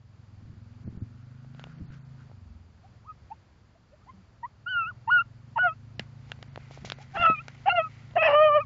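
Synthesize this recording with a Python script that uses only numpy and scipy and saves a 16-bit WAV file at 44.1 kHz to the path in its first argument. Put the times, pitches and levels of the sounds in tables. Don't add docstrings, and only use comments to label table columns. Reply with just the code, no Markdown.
import sys
import numpy as np
from scipy import signal
from scipy.fft import rfft, irfft
from scipy.io import wavfile
from scipy.ndimage import uniform_filter1d

SR = 44100
rng = np.random.default_rng(int(sys.argv[2]) if len(sys.argv) > 2 else 0)


def invert_db(x):
    u = np.asarray(x, float) / 20
    return 10 ** u


def wav_record(signal):
    frames = np.transpose(np.atleast_2d(signal))
    bounded = np.clip(frames, -1, 1)
    quanta = np.round(bounded * 32767).astype(np.int16)
    wavfile.write(sys.argv[1], SR, quanta)


N = 381465
T = np.arange(N) / SR

# (time [s], length [s], start pitch [Hz], top pitch [Hz], level [dB])
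YELPS = [
    (2.83, 0.039, 640, 786, -56.5),
    (3.305, 0.028, 743.5, 898.2, -38),
    (3.753, 0.017, 668.5, 686, -60.5),
    (3.917, 0.037, 501.6, 605.6, -53),
    (4.012, 0.033, 1133, 1305, -65),
    (6.989, 0.036, 676, 839, -52.5),
]
# (time [s], length [s], start pitch [Hz], top pitch [Hz], level [dB])
OPENINGS = [
    (5.073, 0.027, 900.2, 1050, -23.5),
    (5.557, 0.024, 967.3, 902, -23.5),
]
# (time [s], fold pitch [Hz], effort [dB], odd over even partials [dB], mouth opening [dB])
FAR_YELP = [(3.04, 760, -69, 30, -5), (3.076, 1260, -53.5, 30, -3), (3.098, 1273, -39.5, 30, -7),
            (3.116, 1243, -45, 30, -5), (3.13, 1250, -90, 30, -2)]
WHIMPER = [(4.063, 660, -65, 24, -8), (4.085, 1015, -53.5, 18, -6), (4.099, 1045, -43.5, 15, 1),
           (4.116, 1065, -73, 24, -3)]
YIP = [(4.427, 920, -63, 33, -26), (4.434, 930, -33, 16, -50), (4.45, 968, -30.5, 13, -47),
       (4.472, 1216, -70, 34, -34)]
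WHINE = [(4.658, 672, -72, -42, -14), (4.666, 699, -28.5, -54, -30.5), (4.696, 767, -35.5, -38, -2.5),
         (4.766, 706, -24.5, -59.5, -19.5), (4.793, 683.2, -26, -35, -12.5), (4.853, 644, -35, -38.5, -5.5),
         (4.894, 742, -31, -42, -30.5), (4.906, 697, -41.5, -20, -30), (4.928, 391, -82.5, -15, -28)]
BARK = [(5.104, 690, -26.5, -41.5, -13), (5.122, 733, -18.5, -43, -20.5), (5.164, 723, -18, -36.5, -27.5),
        (5.196, 676, -23, -45.5, -9), (5.208, 710, -25.5, -46, -11.5), (5.218, 703, -29, -46, -13),
        (5.228, 598, -66, -18.5, -19)]
BROKEN_BARK = [(5.583, 633, -30.5, -1.5, -46), (5.593, 725, -23.5, -28.5, -21),
               (5.611, 745, -23.5, -64, -19), (5.666, 709, -20, 0, -27.5), (5.694, 630, -32.5, -10, -13.5),
               (5.716, 640, -37.5, -49, -25), (5.741, 678, -71, -6.5, -7)]
BAY_START = [(7.135, 756.6, -55.5, 18, -5), (7.146, 766.6, -38.5, 15.5, -19), (7.16, 804.3, -32, 6.7, -8.5),
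             (7.166, 865.6, -29.5, 5.4, -14)]
BAY = [(7.172, 641.3, -27.5, -0.5, -20), (7.19, 694.8, -31, -11, -4.5), (7.22, 695, -26.5, -3.5, -1.5),
       (7.238, 668.7, -21, -12, -12.5), (7.261, 667, -16, -19, -13), (7.279, 649.3, -17, -14, -18),
       (7.301, 647, -19.5, -16, -11), (7.342, 642, -31, -45.5, -12)]
BAY_TAIL = [(7.363, 603.2, -56, -25, 12), (7.388, 601.3, -49, -14, 12.5), (7.409, 687.7, -43.5, -29.5, -22),
            (7.427, 687.8, -80.5, -9, -2)]
SHORT_START = [(7.655, 719.3, -59, 12.5, -23), (7.659, 696.4, -27.5, 9.9, -11.5),
               (7.671, 753, -26.5, 28, 0), (7.685, 830, -15, 24, -14), (7.694, 757, -23, 18, 6.5)]
SHORT_BAY = [(7.698, 671.4, -29, -9.5, 6.5), (7.723, 717.4, -25.5, -15, -8.5),
             (7.735, 724.2, -29.5, 21, -2), (7.75, 710, -21.5, 9, -30.5), (7.763, 700.3, -31.5, -1, 6),
             (7.786, 678.8, -17, 9.5, -9.5), (7.8, 628.8, -22.5, 5.5, -4.5)]
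SHORT_TAIL = [(7.829, 656.6, -36.5, -30, -14), (7.85, 636.3, -30.5, -35, -17),
              (7.873, 630.4, -41, -22, -29), (7.888, 600, -74, -10, -24)]
GROWL_START = [(8.153, 665, -52, 23, -5), (8.157, 648.6, -28, 21.6, 0), (8.172, 718.4, -17.5, 42, -2),
               (8.179, 684, -23, 13, 1.5)]
GROWL = [(8.185, 614, -24.5, 8.5, 1), (8.203, 652, -33.5, -13, 7), (8.227, 631, -20.5, 13.5, 4.5),
         (8.244, 641, -27.5, 6, 12), (8.257, 660, -16.5, 25.5, 17), (8.285, 583, -19.5, 8.5, -9),
         (8.31, 578, -18.5, 12, -24.5), (8.322, 566.3, -22, 13, -12.5), (8.337, 583, -17.5, 6.5, -11.5)]
HOWL = [(8.374, 602.8, -16, 2, -23), (8.424, 616.4, -14, 7, -15.5), (8.443, 623, -15, 11.5, -6.5),
        (8.505, 590.5, -20, -5, -31), (8.538, 586.5, -19.5, -4.5, -19.5), (8.567, 610, -16, 6.5, -16),
        (8.593, 562, -25.5, 4.5, -23.5), (8.615, 639, -30.5, -59, -9.5), (8.649, 516, -69, -17.5, -22.5)]
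# (start [s], end [s], irregularity [0-1])
HOARSE = [(5.098, 5.106, .08), (5.577, 5.59, .4), (7.146, 7.174, .6), (7.174, 7.21, .2), (7.21, 7.275, .3),
          (7.662, 7.702, .45), (7.702, 7.82, .14), (8.158, 8.186, .55), (8.186, 8.222, .13),
          (8.222, 8.25, .5), (8.25, 8.272, .4), (8.272, 8.326, .6), (8.326, 8.354, .4), (8.354, 8.575, .06),
          (8.575, 8.595, .22)]
LEAK_DB = [-4, 8, 6.5, 7.5, -4.5, 1.5, -10.5, -1.5, -0.5, 8, 4, 6.5, 3, -15.5, -3.5]
# (upper part [dB], sizzle [dB], growl under the voice [dB])
RASP_COLOUR = [(5, 3, -9), (-3, -0.5, -9.5), (-5.5, -2, 13), (0.5, 3.5, 2), (10, 9.5, -2), (7, -3, 2),
               (-1.5, -1, -4), (-1.5, -11, 15), (-7, 0, 1), (2.5, 1.5, -9), (-1, 9.5, -3.5), (-2, -6, -2),
               (-0.5, -3.5, 0.5), (1.5, 0, -2.5), (2, -4, -4)]
RASP_MIDDLE_DB = [2.5, 6.5, 8, -1, 0.5, -9.5, 3, 7, -0.5, 7.5, 2, -2.5, -1, -2, 5]
# (frequency [Hz], level [dB])
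THROAT = [(3000, 2.5), (3300, -15), (3700, -39.5), (4300, -22.5), (4800, -33), (5600, -29), (7500, -39)]
# (time [s], lift of fifth partial [dB], of sixth [dB], of those above [dB])
UPPER = [(4.69, 1.5, -1.5, -4), (4.79, 0, -9.5, 6), (4.83, 0, -15, -11.5), (5.12, 3.5, 7, 0),
         (5.2, -2, -6, -2.5), (5.6, 4.5, -8.5, 7), (5.64, 14.5, 3.5, 21), (5.69, 10, -9.5, -10),
         (7.19, 16, -7.5, -9.5), (7.24, 18, -17, -6), (7.28, 6.5, 6, -3), (7.7, -9.5, -2.5, -11),
         (7.8, 9.5, -8, -3), (8.2, -3.5, -5, -6), (8.3, -4, -7, -2), (8.38, 4, 6.5, 6), (8.6, -6, 1, 3.5)]
# (time [s], peak level [dB], relative knock [dB], relative treble [dB])
SNAPS = [(1.5952, -37, -6, -43), (1.6399, -30, -14, -63), (1.6696, -57, 12, -13), (1.7845, -50.5, -3, -17),
         (2.315, -62.5, 15, -16), (5.995, -18.5, -13, -35.5), (6.318, -23, -18.5, -5),
         (6.427, -28.5, -12, -35), (6.559, -28, -14.5, -11), (6.576, -48, 16, -27), (6.71, -59.5, 19, -15),
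         (6.7751, -54.5, 15, -9), (6.8478, -46.5, 11.5, -17), (6.875, -53, 10, -10), (6.9, -25, -17.5, 2),
         (6.9202, -25.5, -7, 8.5), (6.9862, -56, 13.5, -11), (7.1223, -48, -24, -8.5),
         (7.259, -44, -18.5, 5.5), (7.3, -42, 17, -14), (7.482, -26.5, -16.5, -33), (8.11, -48, -5, -2),
         (8.137, -58, 9, -9.5), (1.447, -58, 7, -9), (1.548, -50.5, 0.5, -11), (2.298, -61, 6, -13),
         (6.298, -47, -6, -9), (6.39, -55, 3, -8), (8.1553, -43.5, 5, -15)]
# (frequency [Hz], width [Hz], level [dB])
CRACK = [(1590, 680, 43.5), (2760, 99, 34)]
# (time [s], peak level [dB], pitch [Hz], length [cycles])
BUMPS = [(0.454, -38, 99, 1.4), (0.497, -38, 107, 3.4), (0.537, -37.5, 130, 1.1), (0.854, -38, 129, 0.86),
         (0.877, -26, 153, 0.85), (0.926, -36, 120, 0.63), (0.974, -28.5, 109, 0.72),
         (1.002, -41, 140, 0.81), (1.021, -26.5, 113, 2.4), (1.82, -29.5, 108, 2.1),
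         (1.903, -32, 116, 0.93), (4.132, -49, 190, 12.3), (4.179, -50.5, 186, 8.4),
         (5.995, -31.5, 185, 2.8), (6.844, -32, 175, 1.4), (7.197, -25.5, 128.4, 0.47),
         (7.2988, -23.5, 248.8, 1.63)]
# (time of peak [s], rise [s], fall [s], level [dB], relative dry part [dB])
RUSTLE = [(1.4, 1.7, 0.43, -70, -28.5), (1.599, 0.055, 0.091, -55.5, -28), (1.7, .05, .12, -59.5, -24.5),
          (1.945, 0.079, 0.064, -56, -14), (2.21, 0.047, 0.039, -58, -37), (6.001, 0.0066, 0.052, -54, -12),
          (6.32, 0.19, 0.011, -62, -6), (6.358, 0.022, 0.73, -71, -35.5), (6.715, 0.013, 0.36, -61.5, 1),
          (6.764, 0.2, 0.015, -66.5, -4), (6.851, 0.0058, 0.11, -52.5, 6.5), (7.021, 0.059, 0.053, -58, -2),
          (7.15, 0.034, 0.2, -57, -3.5), (7.221, 0.12, 0.13, -61.5, 2), (7.4, 0.33, 0.55, -65.5, -32),
          (7.529, 0.19, 0.27, -71.5, -23), (6.62, 0.093, 0.23, -63.5, -22),
          (7.95, 0.98, 0.82, -60.5, -32.5)]
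# (frequency [Hz], width [Hz], level [dB])
DRY_LEAVES = [(3550, 3800, 14), (5800, 2300, -15)]
# (time [s], firing rate [Hz])
ENGINE = [(0, 21), (.6, 20.8), (1.08, 23.7), (1.35, 25.8), (1.71, 26.7), (2.28, 26.3), (2.51, 21.7),
          (2.86, 18.7), (3.1, 19.2), (3.45, 17.7), (3.8, 16.4), (4.3, 16.4), (4.94, 18.6), (5.3, 22.3),
          (6.0, 28.2), (6.36, 27.4), (7.23, 26.4), (8.2, 28.3)]
# (level [dB], exhaust resonance [Hz])
EXHAUST = [(-56, 114.5), (-48, 100), (-47, 113), (-46.5, 119.6), (-46.5, 149), (-47.5, 129), (-48.5, 69),
           (-54.5, 99), (-57.5, 104.5), (-64.5, 78), (-81, 80), (-63, 97), (-50, 110), (-49, 120),
           (-47.5, 123), (-48, 118.8), (-50, 132), (-48, 121)]
# (frequency [Hz], density [dB per Hz])
FIELD = [(25, -22.5), (65, 5.5), (100, 4.5), (180, -3), (400, -14.5), (1300, -17.5), (2200, -23.5),
         (3900, -29.5), (4700, -25.5), (5400, -32), (7500, -33.5)]
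# (time [s], level [dB])
BREEZE = [(0, -2.5), (.5, 0), (1.5, -1), (2.1, 0.5), (2.6, -1.5), (3.2, 0), (3.75, -2.5), (4.3, -0.5),
          (5.3, 0.5), (6.5, 2), (8.65, 2)]
# (frequency [Hz], level [dB])
TREBLE_FLOOR = [(3000, -88), (4500, -82), (5300, -75), (7500, -67)]
# (start [s], end [s], lost above [Hz])
TREBLE_LOSS = [
    (.84, .895, 2800),
    (.97, 1.03, 2300),
    (1.605, 1.635, 5300),
    (1.735, 1.79, 6000),
    (1.86, 1.92, 4600),
    (1.99, 2.045, 2300),
    (5.96, 5.985, 6200),
    (6.48, 6.53, 4500),
    (6.935, 6.98, 3000),
]


def noise():
    return rng.standard_normal(N)


def level(x, db):
    return x * invert_db(db) / np.sqrt(np.mean(x ** 2))


def band(lo_hz, hi_hz, x, order=2):
    return signal.sosfilt(signal.butter(order, [lo_hz, hi_hz], "bandpass", fs=SR, output="sos"), x)


def ring(x, modes):
    return sum(invert_db(db) * signal.lfilter(*signal.iirpeak(hz, hz / width, SR), x) for hz, width, db in modes)


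def walk(rate):
    hold = int(SR / rate)
    steps = np.repeat(rng.standard_normal(N // hold + 1), hold)
    return level(uniform_filter1d(uniform_filter1d(steps, hold), hold)[:N], 0)


def curve(x, table):
    return np.interp(x, *np.transpose(table))


def log_curve(hz, table):
    table_hz, db = np.transpose(table)
    return np.interp(np.log(hz), np.log(table_hz), db)


def hound():
    calls = [yelp(*row) for row in YELPS] + [opening(*row) for row in OPENINGS]
    calls += [FAR_YELP, WHIMPER, YIP, WHINE, BARK, BROKEN_BARK, BAY_START + BAY + BAY_TAIL]
    calls += [SHORT_START + SHORT_BAY + SHORT_TAIL, GROWL_START + GROWL + HOWL]
    hz, effort_db, doubling_db, mouth_db, gate = phrases(calls, fade_s=.004)
    even_db = effort_db - 10 * np.log10(1 + invert_db(2 * doubling_db))
    odd_db = even_db + doubling_db
    third_db = np.minimum(odd_db + 5, (odd_db + even_db) / 2) - 8.5 + 0.57 * mouth_db
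    partial_db = [odd_db, even_db, third_db, even_db + mouth_db]
    effort = invert_db(np.max(partial_db, axis=0))
    clear = .025
    irregularity, leak_db = np.transpose(HOARSE)[2], np.array(LEAK_DB)
    hoarse = np.maximum(over_spells(irregularity), clear)
    leak = np.maximum(over_spells(irregularity * invert_db(leak_db)), clear)
    upper_db, sizzle_db, growl_db = (over_spells(c) for c in np.transpose(RASP_COLOUR))

    voice = vocal_folds(hz, partial_db, hoarse)
    air = level(ring(noise(), [(800, 70, 0), (2100, 600, -19)]), 0)
    breath = invert_db(-35) * band(700, 2600, air) + leak * rasp(mouth_db, upper_db, sizzle_db)
    dry = -band(500, 7000, gate * (voice + effort * breath), order=4)
    growl = invert_db(-30.5 + growl_db) * level(band(280, 610, noise(), order=3), 0)
    dry = dry + gate * effort * leak * growl
    t = np.arange(SR // 8) / SR
    tail = rng.standard_normal(len(t)) * np.exp(-t / 0.03)
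    return dry + signal.fftconvolve(dry, tail / np.linalg.norm(tail))[:N] * invert_db(-36)


def vocal_folds(hz, partial_db, hoarse):
    fifth_db, sixth_db, above_db = (np.interp(T, np.transpose(UPPER)[0], c) for c in np.transpose(UPPER)[1:])
    jump = np.clip(np.abs(np.gradient(hz)) * SR / 9000 - 1, 0, 1) * (np.abs(T - 5.35) < .3)
    jump_db = uniform_filter1d(-30 * jump, 130)
    throb = np.exp(-((T - 7.245) / .04) ** 2) * np.cos(2 * np.pi * 80 * (T - 7.264))
    phase = 2 * np.pi * np.cumsum(hz) / SR + .2 * walk(50)
    jitter = hoarse * .7 * walk(140)
    low, overtones = 0, 0
    for k in range(1, 13):
        kin = k if k < 5 else 4 - k % 2
        flutter_db = 1.6 if k < 5 else 5 if k < 7 else 10
        db = partial_db[kin - 1] + log_curve(np.maximum(k * hz, 3000), THROAT) - log_curve(3000, THROAT)
        db = db + flutter_db * np.minimum(walk(60), .5)
        if k > 2:
            db = db + jump_db
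        if k == 5:
            db = db + fifth_db
        elif k == 6:
            db = db + 1 + sixth_db
        elif k > 6:
            db = db - 11.5 + above_db
        size = np.sqrt(2) * invert_db(db) * (1 + (.22 if k == 2 else .6) * throb)
        shimmer = 1 + hoarse * .55 * np.tanh(walk(160))
        wobble = min(k, 4) * jitter / (2 if k == 5 else 1)
        partial = size * shimmer * np.sin(k * phase + wobble + .7 * k * k)
        if k > 4:
            overtones = overtones + partial
        else:
            low = low + partial
    low = low * (1 + hoarse ** 2 * 1.4 * np.tanh(walk(40)) * np.cos(phase / 2))
    return band(120, 3320, low, order=8) + overtones


def rasp(mouth_db, upper_db, sizzle_db):
    def resonance(hz, width, db):
        mode = [(hz, width, 0)]
        return level(ring(ring(noise(), mode), mode), db)

    middle = invert_db(over_spells(RASP_MIDDLE_DB)) * resonance(1790, 240, -15.5)
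    upper = invert_db(0.083 * mouth_db + upper_db) * (middle + resonance(2770, 320, -14))
    throaty = (resonance(880, 700, -9.5) + upper) * invert_db(1.5 * walk(120))
    sizzle = invert_db(-42.5 + sizzle_db) * level(band(4650, 5600, noise(), order=3), 0)
    spray = invert_db(-41.5) * level(band(3200, 4600, noise()), 0)
    return band(600, 3150, throaty, order=8) + sizzle + spray


def yelp(s, length, start_hz, top_hz, db):
    start_db = -43.5 * np.log2(top_hz / start_hz)
    # (share of length, pitch Hz, relative dB)
    course = [(0, start_hz, start_db), (.5, top_hz * .97, 2), (.68, top_hz, 0), (1, top_hz * 1.02, -19)]
    return [(s + share * length, hz, db + rel_db, 32, -5) for share, hz, rel_db in course]


def opening(s, length, start_hz, top_hz, db):
    bend_hz = .75 * start_hz + 0.21 * top_hz
    # (time after start s, pitch Hz, relative dB)
    course = [(0, start_hz, -31.5), (0.0039, start_hz, -5), (0.49 * length, bend_hz, -2.5), (length, top_hz, 0)]
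    return [(s + after_s, hz / 2, db + rel_db, -40, -25.5) for after_s, hz, rel_db in course]


def phrases(tables, fade_s):
    tables = sorted(tables, key=lambda p: p[0][0])
    s, hz, *levels_db = np.concatenate(tables).T
    gate = sum((T >= p[0][0] - .002) & (T <= p[-1][0] + .008) for p in tables) > 0
    arcs = [40 * np.log10(np.interp(T, s, invert_db(c / 2))) for c in levels_db]
    return [uniform_filter1d(c, int(fade_s * SR)) for c in [np.interp(T, s, hz), *arcs, 1. * gate]]


def over_spells(values):
    steps = sum(float(v) * ((T > start) & (T < end)) for (start, end, _), v in zip(HOARSE, values))
    return uniform_filter1d(steps, int(.016 * SR))


def snaps():
    out, t = np.zeros(N + SR), np.arange(SR // 20) / SR
    knock = np.sin(2 * np.pi * 650 * t) * np.exp(-t / 0.00082)
    for s, db, knock_db, treble_db in SNAPS:
        ticks = rng.standard_normal(len(t)) * (np.exp(-t / .0007) + .025 * np.exp(-t / .012))
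        crack, treble = ring(ticks, CRACK), band(1900, 4500, ticks)
        snap = crack / np.abs(crack).max() + invert_db(treble_db) * treble / np.abs(treble).max()
        out[int(s * SR):][:len(t)] += invert_db(db) * (snap + 3.15 * invert_db(knock_db) * knock)
    return band(130, 5840, out[:N])


def bumps():
    out, t = np.zeros(N + SR), np.arange(SR // 10) / SR
    for s, db, hz, cycles in BUMPS:
        swing = t * hz / cycles
        envelope = 5 * np.e * swing * np.exp(-5 * swing)
        out[int(s * SR):][:len(t)] += invert_db(db) * envelope * np.sin(2 * np.pi * hz * t)
    rub = sum(invert_db(db - 18) * np.exp(-np.abs(T - s) / 0.03) for s, db, _, _ in BUMPS)
    return out[:N] + rub * invert_db(4.3 * walk(60)) * level(band(45, 234, noise(), order=3), 0)


def rustle():
    low, high = 0, 0
    for s, rise, fall, db, dry_db in RUSTLE:
        stroke = invert_db(db - 20 * np.where(T < s, (s - T) / rise, (T - s) / fall))
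        low = low + stroke
        high = high + stroke ** 2 / stroke.max() * invert_db(dry_db)
    grains = rng.standard_normal((3, N)) * invert_db(2.2 * walk(400))
    early = level(ring(grains[0], [(1420, 210, 20), (710, 250, 1.5), (2040, 600, -9.5)]), 0)
    late = level(ring(grains[1], [(2000, 350, 0), (1450, 300, -4), (820, 300, -5)]), 0)
    dry_scrape = level(band(2500, 7200, ring(grains[2], DRY_LEAVES)), 0)
    return low * np.where(T < 4, early, late) + high * dry_scrape


def engine():
    rate_hz = curve(T, ENGINE)
    s = np.transpose(ENGINE)[0]
    db, pipe_hz = (np.interp(T, s, c) for c in np.transpose(EXHAUST))
    lumpy = np.clip((24 - rate_hz) / 7, .1, 1)
    phase = 2 * np.pi * (np.cumsum(rate_hz) / SR + 0.047 * lumpy * walk(22) + .1)
    pipe_width, upper_hz, upper_width, upper_db = 66.8, 239, 15, -12
    out = 0
    for k in range(2, 12):
        hz = k * rate_hz
        main_pipe = 1 / (1 + 2j * (hz - pipe_hz) / pipe_width) ** 3
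        upper_pipe = invert_db(upper_db) / (1 + (2 * (hz - upper_hz) / upper_width) ** 2)
        pipe = main_pipe + invert_db(-15) + upper_pipe
        order = (pipe * invert_db(1.6 * walk(4)) * np.exp(1j * k * phase)).real
        out = out + order / (1 + (hz / 250) ** 16)
    out = out / np.sqrt(uniform_filter1d(out ** 2, SR // 3))
    return out * invert_db(db + 2.6 * lumpy * walk(14))


def field():
    hz = np.maximum(np.fft.rfftfreq(N, 1 / SR), 1)
    hiss = irfft(rfft(noise()) * invert_db(log_curve(hz, FIELD)), N)
    hiss = hiss * invert_db(-62.5) / np.std(band(180, 12000, hiss))
    breeze_db = curve(T, BREEZE)
    wind = level(band(16, 83, noise()), -71.5)
    return hiss * invert_db(.6 * walk(8) + breeze_db) + wind * invert_db(2 * breeze_db)


def drop_faint_treble(x):
    hz, s, z = signal.stft(x, SR, nperseg=512)
    power = np.abs(z) ** 2
    patch = uniform_filter1d(power, size=5, axis=0)
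    scatter = rng.standard_normal((len(hz) // 8 + 1, z.shape[1] // 3 + 1))
    scatter_db = 7 * np.repeat(np.repeat(scatter, 8, axis=0), 3, axis=1)[:len(hz), :z.shape[1]]
    floor_db = np.interp(hz, *np.transpose(TREBLE_FLOOR), left=-200)[:, None] + scatter_db
    for start, end, above_hz in TREBLE_LOSS:
        spell = np.ix_(hz > above_hz, (s > start) & (s < end))
        floor_db[spell] = -50 + 2 * scatter_db[spell]
    over = patch / (2 * np.sum(power, axis=0) * invert_db(2 * floor_db) + 1e-20)
    return signal.istft(z * over ** 2 / (1 + over ** 2), SR, nperseg=512)[1][:N]


def scene():
    return (hound() + snaps() + bumps() + rustle() + engine() + field())[None]


def top_cut(x):
    return signal.sosfilt(signal.butter(12, 7630, fs=SR, output="sos"), x)


def record(dry):
    top_hz = 7400
    low_pass = signal.cheby2(14, 42, top_hz * 1.073, fs=SR, output="sos")
    mix = drop_faint_treble(signal.sosfilt(low_pass, dry)[0])[None]
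    return top_cut(mix)


dry = scene()
out = record(dry)
wav_record(out)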